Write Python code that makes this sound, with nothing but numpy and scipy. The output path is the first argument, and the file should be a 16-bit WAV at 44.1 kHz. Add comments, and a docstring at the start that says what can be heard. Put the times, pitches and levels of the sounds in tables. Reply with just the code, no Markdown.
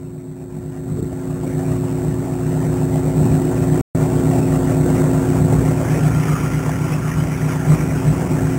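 """A rooftop condensing unit drones beside a hand-held camera: compressor and fan hum beat together.
The tones are sums of cosines; the air rushing through the coil is shaped noise, stronger or weaker in gusts.
All swells; as the camera rises above the casing the drone fades and the hiss opens. A few light knocks ring.
The recorder holds each sample of a telephone-rate stream, which adds a gritty sizzle, and drops out once."""
import sys
import numpy as np
from scipy import signal
from scipy.fft import rfft, irfft
from scipy.io import wavfile
from scipy.ndimage import uniform_filter1d, map_coordinates

SR = 44100
rng = np.random.default_rng(int(sys.argv[2]) if len(sys.argv) > 2 else 0)


def int16_out(signal):
    """Quantize to a 16-bit WAV file."""
    q = np.round(np.clip(np.atleast_2d(signal).T, -1, 1) * 32767)
    wavfile.write(sys.argv[1], SR, q.astype(np.int16))


N = 378378
TIME = np.arange(N) / SR  # s
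# grid of the patchy noise: start of each frame in s, frequency of each bin in Hz
FRAME_S = np.arange(N // 256 + 5)[:, None] * 256 / SR
BIN_HZ = np.fft.rfftfreq(1024, 1 / SR)

# turns of the compressor shaft, passing fan blades and mains cycles per second
SHAFT_HZ, BLADE_HZ, MAINS_HZ = 29.378, 77.395, 60.01
# a crest of both throb tones, and how late the stream resumes (s)
THROB_AT, SLIP = 0.048, 0.064
# sample rate of the recorder's stream, and upper edge of the finished sound
STREAM_HZ, EDGE_HZ = 8000, 15800

# Tone levels are averages over the scene, before the recorder.
# low compressor tones: [multiple of the shaft rate, level/dB]
SHAFT_LOW = [(2, -36), (3, -40.5), (4, -26.5), (6, -31), (8, -41)]
# strong compressor drone: [multiple of the shaft rate, level/dB]
SHAFT_DRONE = [(9, -25)]
# middle compressor tones: [multiple of the shaft rate, level/dB]
SHAFT_MID = [(10, -42), (13, -43), (15, -51), (16, -53), (17, -52), (18, -51), (20, -51), (21, -47),
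             (22, -45), (24, -48), (25, -50), (29, -52)]
# compressor whine: [multiple of the shaft rate, level/dB]
SHAFT_HIGH = [(34, -57), (38, -58), (44, -56), (47, -46.5), (52, -61), (60, -61), (62, -61)]
# fan tones: [multiple of the blade rate, level/dB]
BLADE_TONES = [(1, -40), (4, -40), (5, -40)]
# magnetic hum of the motor: [multiple of the mains rate, level/dB]
MAGNETIC_HUM = [(6, -29), (12, -67)]
# other steady tones of the casing: [f/Hz, level/dB]
CASING_TONES = [(246.9, -45), (254.8, -45), (301.3, -46), (418, -47), (477.5, -46), (506.9, -45.5),
                (595.1, -52), (653.7, -47), (866.9, -55), (1131.3, -57)]
# spectrum shapes of the three parts of the air noise: [f/Hz, relative level per Hz/dB]
RUMBLE_SHAPE = [(15, -24), (40, -29.5), (55, -5.5), (70, -7), (85, -3.5), (125, -0.5), (165, -4.5),
                (210, -4), (300, -26), (500, -37)]
RUSH_SHAPE = [(100, -31), (200, 2), (320, 4), (450, 0), (580, -2.5), (720, -1), (900, -9.5), (1200, -17.5),
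              (2000, -20)]
HISS_SHAPE = [(400, -35), (850, 6.5), (1200, 4.5), (1600, 2.5), (2000, 1), (2400, -0.5), (2900, -5.5),
              (3400, -11.5), (3800, -18)]
# swell of the whole sound, of which each layer takes a share: [t/s, level/dB]
SWELL = [(0, -15.5), (.3, -17), (.7, -13), (1.2, -9), (1.65, -4.5), (2.3, -5.5), (3.2, -2), (4.2, -0.06),
         (5.4, -0.04), (6.3, 0.5), (7.3, -1.5), (8.0, 0.2), (8.58, 0)]
# microphone rising from beside the casing to above its top edge, then part way back: [t/s, lift 0-1]
LIFT = [(5.1, 0), (5.7, 0.23), (6.3, 0.99), (6.8, 1), (7.5, 0.82), (8.1, 0.73), (8.58, 0.4)]
# gusts of fan air, full size before each layer's share: [crest t/s, length/s, air level/dB, throb level/dB]
GUSTS = [(.58, 0.23, 7, -0.5), (0.983, 0.39, 10.5, 3.5), (1.707, 0.39, 2, 2), (2.097, 0.24, 2, 3),
         (2.72, 0.71, -2, 3), (3.284, 0.25, 8, 2.5), (3.676, 0.23, 0, 3), (4.4, .4, 2, -1),
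         (4.88, 0.2, 2, -0.5), (5.548, 0.52, 4, 2.5), (6.12, 0.23, -5, 5.5), (7.206, 0.19, 5, 2),
         (7.78, 0.3, 5.5, 3.5), (8.095, 0.14, 4, 4)]
# light knocks of handling, before the recorder: [t/s, peak level/dB, middle f/Hz, time to fall 60 dB/s]
KNOCKS = [(0.986, -18, 345, 0.1), (1.023, -17, 350, 0.075), (1.126, -23, 350, .06),
          (2.045, -27.5, 720, 0.057), (2.817, -17.5, 714, 0.025), (3.264, -20, 810, 0.016),
          (6.692, -13.5, 910, .018), (7.719, -20, 1110, .013)]
# silent stretch of the stream: [start t/s, end t/s]
DROPOUT = (3.8125, 3.949)


def machine(clock):
    """Compressor, fan and motor tones; above the casing drone and motor hum fade and the whine comes through."""
    low = throb(clock, shaft_db=-25.0, fan_db=-22.5, surge_db=2.3)
    # the low shaft tones crest together: one soft thud for each turn of the compressor
    low += tones(SHAFT_LOW, SHAFT_HZ, clock - THROB_AT, waver=0.06, scatter=0.14)
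    low += tones(BLADE_TONES, BLADE_HZ, clock, waver=0.68)
    drone = tones(SHAFT_DRONE, SHAFT_HZ, clock, waver=0.1)
    panels = tones(SHAFT_MID, SHAFT_HZ, clock, waver=0.35)
    panels += tones(CASING_TONES, 1, clock, waver=0.35)
    whine = tones(SHAFT_HIGH, SHAFT_HZ, clock, waver=0.25)
    magnetic = tones(MAGNETIC_HUM, MAINS_HZ, clock, waver=0.073)
    # evened gain curves move each layer over time but keep its average level
    return (low * evened(path(swell=0.97, lift_db=-2.0, throb_gust=1))
            + drone * evened(path(swell=0.96, lift_db=-8.5))
            + panels * evened(path(swell=1.3, lift_db=-6))
            + whine * evened(path(swell=1.15, lift_db=7.0))
            + magnetic * evened(path(swell=0.82, lift_db=-12)))


def throb(clock, shaft_db, fan_db, surge_db):
    """Five times the shaft rate and twice the blade rate lie 8 Hz apart and beat; some beats surge more."""
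    angle = 2 * np.pi * (clock - THROB_AT)
    shaft = gain_of(shaft_db) * np.cos(5 * SHAFT_HZ * angle)
    fan = gain_of(fan_db) * np.cos(2 * BLADE_HZ * angle)
    surge = evened(gain_of(surge_db * wander(7.4)))
    return np.sqrt(2) * surge * (shaft + fan)


def tones(rows, base_hz, clock, waver, scatter=1):
    """Steady tones wavering in strength and phase; with little scatter (in turns) they crest together."""
    knots = np.arange(0, TIME[-1] + 1, 1 / 8)  # eight random points a second
    out = np.zeros(N)
    for multiple, db in rows:
        angle = 2 * np.pi * (multiple * base_hz * clock + scatter * rng.random())
        strength = 1 + np.interp(TIME, knots, waver * rng.standard_normal(len(knots)))
        drift = np.interp(TIME, knots, waver * rng.standard_normal(len(knots)))
        out += gain_of(db) * np.sqrt(2) * strength * np.cos(angle + drift)
    return out


def air(clock, rumble_db, rush_db, hiss_db, flutter_db, chop,
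        ripple_hz, ripple_beside_db, ripple_above_db, lumps_db):
    """Turbulent fan air; the upper parts come in lumps, flutter and pulse with the compressor strokes."""
    rumble_gain = gain_of(rumble_db) * path(swell=0.94, lift_db=-3, air_gust=1)
    rush_gain = gain_of(rush_db) * path(swell=1.25, lift_db=-5.5, air_gust=0.18)
    hiss_gain = gain_of(hiss_db) * path(swell=1.21, lift_db=5.5)

    strokes = 1 + chop * np.cos(2 * np.pi * 6 * SHAFT_HZ * clock)  # six per turn
    unsteady_db = flutter_db * wander(110) + lumps_db * wander(7.5)
    flutter = evened(gain_of(unsteady_db) * strokes)

    # an echo about 1 ms late ripples the hiss; peaks turn into notches above the casing
    lift = np.interp(FRAME_S, *np.transpose(LIFT))
    ripple_depth_db = ripple_beside_db * (1 - lift) + ripple_above_db * lift
    ripple_db = ripple_depth_db * np.cos(2 * np.pi * BIN_HZ / ripple_hz)

    rumble = rumble_gain * low_noise(RUMBLE_SHAPE)
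    rush = rush_gain * noise(RUSH_SHAPE, patchy_db=2.8)
    hiss = hiss_gain * noise(HISS_SHAPE, patchy_db=2.7, colour_db=ripple_db)
    return rumble + flutter * (rush + hiss)


def noise(points, patchy_db, colour_db=0):
    """Noise of rms 1 with the given spectrum; eddies lift or lower patches some 300 Hz by 50 ms."""
    f, db = np.transpose(points)
    real, imaginary, eddies = rng.standard_normal((3, len(FRAME_S), len(BIN_HZ)))
    eddies = uniform_filter1d(eddies, size=9, axis=0)  # smooth over time
    eddies = evened(uniform_filter1d(eddies, size=7, axis=1))  # smooth over frequency
    shape_db = np.interp(np.log(BIN_HZ + 1), np.log(f), db, left=-80, right=-80)
    frames = (real + 1j * imaginary) * gain_of(shape_db + patchy_db * eddies + colour_db)
    return evened(signal.istft(frames.T, nperseg=1024, noverlap=768)[1][:N])


def low_noise(points):
    """Even noise of rms 1, with a spectrum fine enough for the bass."""
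    f, db = np.transpose(points)
    hz = np.fft.rfftfreq(N, 1 / SR)
    shape_db = np.interp(np.log(hz + 1), np.log(f), db, left=-80, right=-80)
    return evened(irfft(rfft(rng.standard_normal(N)) * gain_of(shape_db), N))


def knocks(spread=0.26, count=6):
    """Each knock rings a small cluster of quickly dying tones around its middle pitch."""
    out = np.zeros(N)
    t = np.arange(SR // 5) / SR
    for s, db, hz, t60 in KNOCKS:
        offsets = np.linspace(-1, 1, count) + rng.uniform(-0.2, 0.034, count)
        modes_hz = hz * (1 + spread * offsets)
        turns = modes_hz[:, None] * t + rng.random((count, 1))
        ring = np.sin(2 * np.pi * turns).sum(0)
        ring *= 1000 ** (-t / t60) * (1 - np.exp(-t / 0.001))  # fast start, then decay
        out[round(s * SR):][:len(t)] += gain_of(db) * ring / abs(ring).max()
    return out


def path(swell, lift_db, air_gust=0, throb_gust=0):
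    """Gain curve of one layer: its share of the swell, its change above the casing, its share of the gusts."""
    db = swell * np.interp(TIME, *np.transpose(SWELL))
    db += lift_db * np.interp(TIME, *np.transpose(LIFT))
    for s, length, air_db, throb_db in GUSTS:
        arch = np.cos(np.pi * np.clip((TIME - s) / length, -0.5, 0.5))
        db += arch * (air_gust * air_db + throb_gust * throb_db)
    return gain_of(db)


def wander(rate_hz):
    """Random curve of rms 1 that moves up to about the given rate."""
    hz = np.fft.rfftfreq(N, 1 / SR)
    return evened(irfft(rfft(rng.standard_normal(N)) / (1 + (hz / rate_hz) ** 4), N))


def evened(x):
    """Scales to rms 1, an average strength of one."""
    return x / np.sqrt(np.mean(x ** 2) + 1e-20)


def gain_of(db):
    """Turns decibels into a factor for the wave's size."""
    return 10 ** (np.asarray(db) / 20)


def scene():
    """The unit's tones and air noise, with the knocks on top."""
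    clock = TIME - SLIP * (TIME > DROPOUT[0])  # the stream resumes out of step after its dropout
    moving_air = air(clock, rumble_db=-25.5, rush_db=-25.5, hiss_db=-37.5, flutter_db=1.5, chop=0.082,
                     ripple_hz=900, ripple_beside_db=0.5, ripple_above_db=-0.8, lumps_db=0.96)
    return (machine(clock) + moving_air + knocks())[None]


def record(dry):
    """A telephone-rate stream with one dropout, played as a staircase: the hum is mirrored around 8 kHz."""
    narrow = signal.fftconvolve(dry[0], signal.firwin(301, 0.47 * STREAM_HZ, fs=SR), "same")
    running = (TIME < DROPOUT[0]) | (TIME > DROPOUT[1])
    narrow = narrow * uniform_filter1d(running.astype(float), size=60)  # short fades at the dropout's edges
    # every output sample repeats the latest stream sample
    held_at = np.floor(np.arange(N) * STREAM_HZ / SR) * SR / STREAM_HZ
    stairs = map_coordinates(narrow, [held_at], order=3, mode="nearest")
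    edge = signal.firwin(1023, EDGE_HZ, window=("kaiser", 9), fs=SR)
    return signal.fftconvolve(stairs, edge, "same")[None]


dry = scene()
out = record(dry)
int16_out(out)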